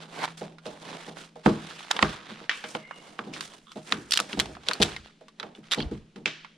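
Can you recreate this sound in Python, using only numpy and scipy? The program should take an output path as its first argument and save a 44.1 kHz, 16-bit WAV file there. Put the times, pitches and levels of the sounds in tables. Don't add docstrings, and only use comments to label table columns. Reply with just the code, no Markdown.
import sys
import numpy as np
from scipy import signal
from scipy.fft import rfft, irfft
from scipy.io import wavfile
from scipy.ndimage import uniform_filter1d, minimum_filter1d

SR = 44100
rng = np.random.default_rng(int(sys.argv[2]) if len(sys.argv) > 2 else 0)


def transcribe(u):
    v = np.clip(np.atleast_2d(u).T, -1, 1)
    q = np.round(v * 32767).astype(np.int16)
    wavfile.write(sys.argv[1], SR, q)


N = 289737

# start in seconds, level in dB, ring in Hz, ring share 0-1 (capped at 0.6),
# tilt in dB per octave, left minus right in dB.
SNAPS = [(0.278, -33, 930, 0.8, -6, -9), (0.584, -45.5, 1350, 0.3, -2, -8),
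         (0.929, -38, 920, 0.65, -4.5, -10), (1.17, -36.5, 1340, 0.1, -20, -20),
         (1.4617, -8.5, 784, 0.8, -17, -14), (1.9096, -21, 1160, 0.1, -14, -6),
         (1.9122, -16, 910, 0, 1.5, -2), (1.9658, -27.5, 3130, 0.34, -1.5, -1),
         (1.991, -19.5, 1080, 0.4, -9, -6), (2.0256, -16.5, 1650, 0.02, -2.5, -5),
         (2.028, -8, 1206, 0.7, -7.5, -4), (2.7505, -26.5, 1050, 0.06, -8, -2),
         (2.91, -31, 1010, 0.2, -12.5, -6), (3.191, -25, 1210, 0.55, -10, -7),
         (3.364, -37.5, 1750, 0.4, -8, 3), (3.408, -28, 2120, 0, 1.5, -2),
         (3.718, -41.5, 1210, 0.35, 2.5, -2), (3.923, -14.5, 1230, 0.05, -3, -1.5),
         (4.109, -26.5, 3170, 0.37, 16.5, -5), (4.174, -15, 3470, 0.13, 6, -3),
         (4.1904, -23, 1390, 0.12, -5.5, 3), (4.201, -19, 1280, 0.53, 9.5, -2),
         (4.3301, -28.5, 2980, 0.2, -1, 0), (4.3996, -19, 3580, 0.46, 12, -2),
         (4.4575, -37.5, 910, 0.22, 1, -3), (4.551, -41.5, 1130, 0, -3, 1),
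         (4.568, -39.5, 730, 0.27, -11, -3), (4.686, -17, 3850, 0.2, 2.5, 0), (4.712, -22, 1730, 0, -6, 2),
         (4.734, -26, 4410, 0.7, 8, 0), (4.822, -24.5, 3130, 0.7, 6.5, 14), (4.964, -31, 2030, 0.58, 0, -1),
         (5.283, -46.5, 1103, 0.4, 1.5, -2), (5.399, -30, 3730, 0.57, -2.5, -3),
         (5.4294, -30.5, 1155, 0.13, -7.5, -9), (5.55, -46, 3320, 0.7, -1.5, -2),
         (5.72, -21.5, 3580, 0.65, 3, -3.5), (5.735, -19, 3710, 0.8, 1, -4),
         (5.804, -29, 3220, 0.66, -2.5, -5), (6.16, -45, 1360, 0.04, -1, -2),
         (6.447, -38, 2010, 0.23, -6.5, -6)]
# start in seconds, length in seconds,
# level in dB, ring in Hz, ring share 0-1 (capped at 0.6), tilt in dB per octave.
TEARS = [(0.232, 0.023, -26.5, 980, 0.63, 1.5), (4.1188, 0.0055, -20.5, 5020, 0.18, 6.5),
         (4.1326, 0.0098, -19.5, 4210, 0.3, 6), (4.152, 0.022, -26, 4460, 0.56, 5),
         (4.392, 0.02, -22.5, 3180, 0.27, 1.5), (4.818, 0.015, -16.5, 3520, 0.54, 6),
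         (5.712, 0.018, -21, 3550, 0.87, 3.5), (5.744, 0.0044, -30, 2270, 0.4, 5)]
CLACKS = [(2.4945, -17, 1900, 0.6, 2.5, -1), (2.64, -32, 1540, 0.15, -1, 0),
          (3.337, -37, 2720, .05, 11.5, 0), (6.2581, -18, 2490, 0.33, 6, -6.5)]
# mode in Hz, level in dB re the knock, t60 in seconds.
CLACK_MODES = [(2350, -12, 0.21), (2610, -19, 0.23), (3060, -25.5, 0.55), (3260, -32, 0.84)]
# frequency in Hz, relative density in dB per Hz.
SNAP_COLOUR = [(150, -54.5), (500, -26), (800, -6.5), (1250, 4.5), (2200, 2), (3600, 3), (5000, -3),
               (7200, -12.5), (9000, -13.5), (11500, -25), (16000, -38)]
# frequency in Hz, relative density in dB per Hz.
CLACK_COLOUR = [(300, -16), (1200, 2.5), (2700, 5), (3600, 0.5), (6300, -15), (10000, -37.5), (14000, -64)]
# start in seconds, body level in dB, knock level in dB re the body,
# basic t60 in seconds (each band scales it).
THUMPS = [(0.411, -41.5, 5, 0.5), (0.655, -45, 8.5, 0.45), (1.074, -46, 1, 0.67), (1.356, -54.5, 9, 0.1),
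          (1.4599, -16, -8, 0.16), (1.496, -29, -9, 0.4), (2.025, -25, -6, 0.22),
          (2.308, -43.5, -22, 0.088), (2.4116, -50.5, -0.5, 0.023), (2.6375, -49, 6, 0.026),
          (2.749, -44, 8.5, 0.062), (3.187, -42.5, -2.5, 0.67), (3.2652, -40, -8, 0.91),
          (3.757, -39, -2, 0.24), (3.924, -36, -9.5, 0.61), (4.194, -44.5, 2.5, 0.67),
          (4.33, -37.5, -14.5, 0.45), (4.371, -32.5, -4.5, 0.63), (4.487, -48, -1, 0.62),
          (4.684, -48.5, 10, 0.56), (4.8, -24.5, -3, 0.36), (5.209, -66, 14, 0.16), (5.427, -51.5, 6, 0.88),
          (5.581, -47, -25, 0.09), (5.774, -29, -6.5, 0.46), (5.912, -32, -11.5, 0.21),
          (6.157, -43, -9, 0.53), (6.255, -41, -1, 0.24)]
# mode in Hz, relative level in dB, t60 in seconds.
LOG_MODES = [(64, 4.5, 0.066), (124.1, 2, 0.3), (157.7, -1, 0.43), (204.3, 7, 0.16), (217.6, 3.5, 0.29),
             (268, 8.5, 0.084), (322.3, -2, 0.33), (366, 5, 0.071), (479.5, 6, 0.11), (622.5, -0.5, 0.19),
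             (839.5, -1, 0.11)]
# body level in dB, boom level in dB.
BOOM = [(-66, -75.5), (-39, -61.5), (-33, -39.5), (-25.5, -44.5), (-27, -32.5)]
# start in seconds, length in seconds, level in dB.
ROCKS = [(4.821, 0.27, -54), (5.805, 0.098, -36.5), (5.882, 0.19, -50)]
# start in seconds, length in seconds, level in dB,
# hiss in dB re that level, hollow low range in dB re that level.
STROKES = [(0, 0.015, -45, -13.5, -0.5), (0.061, 0.25, -45, -10, 2.5), (0.37, 0.013, -40.5, -3.5, -6),
           (0.606, 0.38, -50, -9, 2), (0.819, 0.15, -44.5, -17, 0), (0.973, 0.12, -43, -9.5, -1),
           (1.137, 0.11, -46.5, -8.5, -5), (1.496, 0.66, -44, -12, -7.5), (1.926, 0.087, -42, -13, 4.5),
           (1.974, 0.48, -46, -17, -3.5), (2.495, 0.22, -53, 4, 2.5), (2.807, 0.33, -54.5, -7.5, 3),
           (3.157, 0.18, -54, -12, 3), (3.322, 0.061, -42.5, -9, -3.5), (3.413, 0.024, -39, -3, -6),
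           (3.474, 0.071, -49.5, -4.5, 0.5), (3.568, 0.96, -59, 0.5, -5), (3.846, 0.089, -43, -7, -2.5),
           (4.288, 0.03, -38, -10, -5), (4.588, 0.36, -43, -13, -3), (5.033, 0.043, -48, -18, -25),
           (5.389, 0.064, -51.5, -29, 9), (5.555, 0.014, -55, -5, -3), (5.627, 0.037, -51, -15, -13),
           (5.749, 0.056, -47, -12, 8.5)]
# frequency in Hz, relative density in dB per Hz.
RUB_COLOUR = [(50, -30.5), (160, 5.5), (900, 3.5), (2300, -2.5), (3500, -2.5), (4800, -7.5), (6500, -16.5),
              (10000, -41)]
# frequency in Hz, relative density in dB per Hz.
HISS_COLOUR = [(2500, -7.5), (5000, 1.5), (6000, 1.5), (9300, 0.5), (11200, -13), (16000, -27)]
# centre in Hz, width in Hz, relative level in dB.
BLOCK = [(920, 550, 8.5), (1410, 330, 3.5), (2160, 240, 1.5), (3560, 1900, 1.5)]
# start in seconds, length in seconds, level in dB,
# lower resonance in Hz, upper resonance in Hz.
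CREAKS = [(3.499, 0.061, -56, 1090, 3270), (3.659, 0.075, -54.5, 1190, 3400),
          (5.775, 0.0636, -39, 3220, 4100)]
# mode in Hz, level in dB before swell and decay, t60 in seconds.
HEAD_MODES = [(2140, -43, 0.91), (2860, -53.5, 1.9)]
# frequency in Hz, gain in dB.
ECHO_COLOUR = [(60, -12), (200, -4.5), (1500, -4.5), (3000, -7.5), (14000, -12.5)]
# frequency in Hz, relative density in dB per Hz.
AIR_COLOUR = [(25, 3.5), (90, -18), (200, 7), (1000, -13.5), (3200, -12), (10000, -26), (15000, -70.5)]
# time in seconds, level in dB.
HUM = [(.3, -51.5), (1.2, -58.5), (3, -68.5)]
# frequency in Hz, side minus mid in dB.
WIDTH = [(60, -13.5), (250, -18.5), (700, -6), (1400, -2), (3000, -10.5), (5000, -6.5), (8000, 2),
         (15000, 2.5)]

STROKE_SWELL, STROKE_T60_S = 0.32, 0.21
LEAD_DB, LEAD_RISE_S = -22.5, 0.064
DRAG_DB, DRAG_T60_S = -5, 0.33
PULL_END_S, PULL_DB = 0.2456, -26.5
PULL_RISE_S, PULL_T60_S = 0.25, 0.048
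LIFT_AT_S = 2.754
TOP_HZ = 16000


def snaps(table, spectrum, break_db, ring_length, t60_s, halving_db, mode_spread=0.067, size=4096):
    near, afar = np.zeros((2, N)), np.zeros((2, N))
    t = np.arange(size) / SR
    span = .004
    for s, db, hz, share, tilt, pan_db in table:
        t60 = t60_s * .5 ** ((db + 11.5) / halving_db)
        octaves = np.log2(np.clip(freqs(size), 600, 8000) / 2500)
        colour = gains(spectrum, size) * undb(tilt * octaves)
        tear = np.tanh(noise(size)) * (fade(t, t60) + undb(break_db) * fade(t, span))
        crack = opening(shape(tear, colour), span)
        detune = np.array([[-1], [0], [1]]) + rng.uniform(-0.59, 0.69, (3, 1))
        modes = hz * (1 + mode_spread * detune)
        ring = np.sin(2 * np.pi * modes * t).sum(axis=0) * fade(t, t60 * ring_length)
        ring = opening(band(ring, 280, 6400), span)
        share = np.clip(share, 0, .6)
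        piece = opening(np.sqrt(1 - share) * crack + np.sqrt(share) * ring, span)
        add(near, s, undb(db) * pan(pan_db) * piece)
        pulse = opening(shape(signal.unit_impulse(size), colour), span)
        add(afar, s, undb(db) * pulse[None])
    return near, afar


def tears(edge_db=-4, scatter_db=-3.0, jitter_s=.0004, pitch_spread=0.013, pan_db=0.0, pan_spread_db=3, count=4):
    rows = []
    for s, length, db, hz, share, tilt in TEARS:
        fibres = rng.standard_normal((count, 4))
        for along, (late, loud, pitch, side) in zip(np.linspace(0, 1, count), fibres):
            start = s + along * length + jitter_s * late
            level = db + edge_db * (2 * along - 1) ** 2 + scatter_db * loud
            ring_hz = hz * (1 + pitch_spread * pitch)
            rows.append((start, level, ring_hz, share, tilt, pan_db + pan_spread_db * side))
    return rows


def singing(spread=0.012):
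    out, t = np.zeros((2, N)), np.arange(SR // 2) / SR
    for s, knock_db, *_ in CLACKS:
        pairs = rng.standard_normal((len(CLACK_MODES), 2, 1))
        for (hz, db, t60), pair in zip(CLACK_MODES, pairs):
            ring = np.sin(2 * np.pi * hz * (1 + spread * pair) * t).mean(axis=0) * fade(t, t60)
            add(out, s, undb(knock_db + db) * ring[None])
    return out


def thumps(modes_db=1.5, knock_length=0.7, boom_length=1.24, knock_pan_db=-4,
           punch_db=4, punch_hz=200, punch_t60=0.17, size=22050):
    out, t = np.zeros((2, N)), np.arange(size) / SR
    span = .04
    punch = opening(band(np.sin(2 * np.pi * punch_hz * t) * fade(t, punch_t60), 74, 1000), span)
    for s, body_db, knock_db, t60 in THUMPS:
        boom_db = np.interp(body_db, *np.transpose(BOOM))
        spot = rng.standard_normal((len(LOG_MODES), 2))
        ring = np.zeros(size)
        for (hz, db, decay), (louder, higher) in zip(LOG_MODES, spot):
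            mode_hz = hz * (1 + 0.013 * higher)
            ring += undb(db + louder) * np.sin(2 * np.pi * mode_hz * t) * fade(t, decay)
        rise = np.minimum(t / np.interp(body_db, [-42, -25], [.005, .001]), 1)
        clatter, ring = noise(size) * rise, ring * rise
        # low Hz, high Hz, level dB, share of t60, left minus right dB
        bands = ((50.3, 157, boom_db, boom_length, 0.018),
                 (143.0, 419, body_db, 0.76, 0.0087),
                 (409, 834, body_db + knock_db, knock_length, knock_pan_db))
        for lo, hi, db, length, pan_db in bands:
            part = opening(band(clatter * fade(t, t60 * length), lo, hi, order=3), span)
            part = part + undb(modes_db) * opening(band(ring, lo, hi, order=3), span)
            add(out, s, undb(db) * pan(pan_db) * opening(part, span))
        add(out, s, undb(2.04 * body_db + punch_db) * punch[None])
    return out


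def rocking(lo_hz=36, hi_hz=92):
    out = np.zeros((2, N))
    for s, length, db in ROCKS:
        n = int(length * SR)
        rumble = unit(band(noise(SR), lo_hz, hi_hz)[:, -n:])
        add(out, s, undb(db) * rumble * signal.windows.tukey(n, .5))
    return out


def sliding(drag_hiss_db=-12):
    t = np.arange(N) / SR
    rasp, hiss, hollow, extra = np.zeros((4, N))
    for s, length, db, hiss_db, hollow_db in STROKES:
        swell = np.clip((t - s) / (STROKE_SWELL * length), 0, 1)
        stroke = undb(db) * swell * fade(np.clip(t - s - length, 0, 1), STROKE_T60_S)
        rasp += stroke ** 2
        hiss += (undb(hiss_db) * stroke) ** 2
        hollow += (undb(hollow_db) * stroke) ** 2
    for s, db, *_ in SNAPS:
        before = (t < s) & (t > s - LEAD_RISE_S)
        extra[before] += (undb(db + LEAD_DB) * fade(s - t[before], LEAD_RISE_S)) ** 2
    for s, body_db, knock_db, _ in THUMPS:
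        after = (t > s) & (t < s + DRAG_T60_S)
        extra[after] += (undb(body_db + knock_db + DRAG_DB) * fade(t[after] - s, DRAG_T60_S)) ** 2
    return np.sqrt(rasp + extra), np.sqrt(hiss + undb(drag_hiss_db) ** 2 * extra), np.sqrt(hollow + extra)


def catches(clump_db=2.5):
    quick = 2.4 * wander(count=800)
    return quick + clump_db * wander(count=120)


def rubbing(level, hiss, hollow, grain_db=2.5, patch_db=1.5, pan_db=-3.0):
    slips = np.repeat(np.minimum(rng.exponential(size=N // 32 + 1), 4), 32)[:N]
    grain = undb(grain_db * slips + catches())
    edges = (50, 400, 600, 850, 1200, 1700, 2400, 3200, 4200, 12000)
    ranges = []
    for lo, hi in zip(edges, edges[1:]):
        patch = undb(patch_db * wander(count=330))
        ranges.append(band(noise(N) * grain * patch, lo, hi, order=3))
    halves = np.array([sum(ranges[:4]), sum(ranges[4:])])
    low, high = shape(halves, gains(RUB_COLOUR, N))
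    rasp = (hollow * low + level * high) / np.std(low + high)
    fizz = unit(shape(noise(N) * grain, gains(HISS_COLOUR, N)))
    return pan(pan_db) * (rasp + hiss * fizz)


def pull(slip_db=0.5, hiss_db=-17, pan_db=-5.5):
    t = np.arange(N) / SR - PULL_END_S
    slips = np.repeat(np.minimum(rng.exponential(size=N // 48 + 1), 3), 48)[:N]
    force = noise(N) * undb(slip_db * slips)
    ring = np.zeros((2, N))
    for hz, width, db in BLOCK:
        ring += undb(db) * unit(band(force, hz - width / 2, hz + width / 2))
    fizz = unit(shape(force, gains(HISS_COLOUR, N)))
    effort = fade(np.maximum(-t, 0), PULL_RISE_S) * fade(np.maximum(t, 0), PULL_T60_S)
    return undb(PULL_DB) * pan(pan_db) * effort * (unit(ring) + undb(hiss_db) * fizz)


def creaks(slip_hz=105, uneven_db=5, slip_t60=0.027, width=0.095, pan_db=-2):
    out = np.zeros((2, N))
    for s, length, db, *resonances in CREAKS:
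        n = int(length * SR)
        rate = slip_hz * undb(uneven_db * wander(count=600)[:n])
        turn = np.cumsum(rate) / SR % 1
        force = noise(SR)[:, :n] * fade(turn / slip_hz, slip_t60) * signal.windows.tukey(n, .2)
        force = np.pad(force, ((0, 0), (0, n)))
        ring = sum(opening(band(force, hz * (1 - width), hz * (1 + width)), length) for hz in resonances)
        add(out, s, undb(db) * pan(pan_db) * opening(ring, length))
    return out


def crumbs(level, most_db=-43, least_db=-6, range_db=10, count=280):
    when, loud, pitch = rng.random((count, 3)).T
    rub_db = 20 * np.log10(level[(when * N).astype(int)] + 1e-9)
    tick_db = np.minimum(rub_db, most_db) + least_db + range_db * loud ** 2
    ring_hz = 700 * 5 ** pitch
    return [(s, db, hz, .5, -3, -2) for s, db, hz in zip(when * N / SR, tick_db, ring_hz)]


def steel(waver_hz=75, swell_s=0.13, waver_db=-2.0, size=44100):
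    out, t = np.zeros((2, N)), np.arange(size) / SR
    for hz, db, t60 in HEAD_MODES:
        waver = undb(waver_db * wander(count=150)[:size])
        ring = unit(band(noise(size), hz - waver_hz, hz + waver_hz) * waver)
        add(out, LIFT_AT_S, undb(db) * ring * np.minimum(t / swell_s, 1) * fade(t, t60))
    return out


def yard(x, near_db=-13, near_t60=0.26, wall_s=0.018, wall_db=-14, wall_t60=0.036,
         far_db=-15, far_t60=0.61, treble_t60=0.31, size=52920):
    t = np.arange(size) / SR
    near = noise(size) * fade(t, near_t60) * (t > .003)
    wall = noise(size) * fade(np.abs(t - wall_s), wall_t60) * (t > wall_s)
    trees = noise(size)
    far = band(trees, 57, 8700) * fade(t, far_t60) + band(trees, 4500, 10000) * fade(t, treble_t60)
    far = far * np.minimum(t / 0.007, 1)
    echo = undb(near_db) * unit(near) + undb(wall_db) * unit(wall) + undb(far_db) * unit(far)
    echo = shape(echo / np.sqrt(size), gains(ECHO_COLOUR, size))
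    return signal.fftconvolve(x.mean(axis=0)[None], echo, axes=1)[:, :N]


def outdoors(air_db=-63, hum_hz=164.2, upper_hz=217.6, upper_db=-67, waver=0.008, flutter_db=2.0):
    air = unit(shape(noise(N), gains(AIR_COLOUR, N)))
    clock = np.cumsum(1 + waver * wander(count=30)) / SR
    hum = unit(np.sin(2 * np.pi * hum_hz * clock) * undb(flutter_db * wander(count=60)))
    upper = unit(np.sin(2 * np.pi * upper_hz * clock) * undb(flutter_db * wander(count=60)))
    hum_db = np.interp(np.arange(N) / SR, *np.transpose(HUM))
    return undb(air_db) * air + undb(hum_db) * hum + undb(upper_db) * upper


def noise(n):
    mid, side = rfft(rng.standard_normal((2, n)))
    w = gains(WIDTH, n)
    return irfft(np.array([mid + w * side, mid - w * side]) / np.sqrt(1 + w ** 2), n)


def wander(count):
    return np.interp(np.arange(N), np.linspace(0, N, count), rng.standard_normal(count))


def undb(db):
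    return 10 ** (np.asarray(db) / 20)


def unit(x):
    return x / np.sqrt(np.mean(x ** 2) + 1e-20)


def opening(x, span):
    return x / np.sqrt(np.mean(x[..., :int(span * SR)] ** 2) + 1e-20)


def fade(t, t60):
    return np.exp(-np.log(1000) * t / max(t60, 1e-3))


def freqs(n):
    return np.maximum(np.arange(n // 2 + 1) * SR / n, 1)


def gains(points, n):
    hz, db = np.transpose(points)
    return undb(np.interp(np.log(freqs(n)), np.log(hz), db))


def shape(x, gain):
    n = x.shape[-1]
    cepstrum = irfft(np.log(gain + 1e-6), n)
    cepstrum[1:n // 2] *= 2
    cepstrum[n // 2 + 1:] = 0
    return irfft(rfft(x) * np.exp(rfft(cepstrum)), n)


def band(x, lo_hz, hi_hz, order=2):
    return signal.sosfilt(signal.butter(order, [lo_hz, hi_hz], "band", fs=SR, output="sos"), x)


def pan(db):
    return unit(undb(np.array([[db], [-db]]) / 2))


def add(out, s, x):
    i = max(int(s * SR), 0)
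    out[:, i:i + x.shape[-1]] += x[:, :max(N - i, 0)]


def scene():
    level, hiss, hollow = sliding()
    snap, snap_afar = snaps(SNAPS, SNAP_COLOUR, break_db=1, ring_length=1.0, t60_s=0.02, halving_db=21.5)
    tear, tear_afar = snaps(tears(), SNAP_COLOUR, break_db=-14.0, ring_length=0.6, t60_s=0.014, halving_db=86.0)
    crumb, _ = snaps(crumbs(level), SNAP_COLOUR, break_db=-10.5, ring_length=0.99, t60_s=0.0036, halving_db=79)
    clack, clack_afar = snaps(CLACKS, CLACK_COLOUR, break_db=-6, ring_length=1.0, t60_s=0.026, halving_db=14.0)
    dull = thumps()
    rub = rubbing(level, hiss, hollow) + pull() + creaks()
    echo = yard(snap_afar + tear_afar + undb(11.5) * clack_afar + undb(-0.5) * dull + undb(-9.5) * rub)
    work = snap + tear + crumb + clack + singing() + dull + rocking() + rub + steel()
    return work + echo + outdoors()


def record(dry, size=128):
    gain = 1 / np.maximum(np.abs(dry).max(axis=0), 1)
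    gain = uniform_filter1d(minimum_filter1d(gain, size), size)
    return signal.sosfilt(signal.ellip(8, .2, 70, TOP_HZ, fs=SR, output="sos"), dry * gain)


dry = scene()
out = record(dry)
transcribe(out)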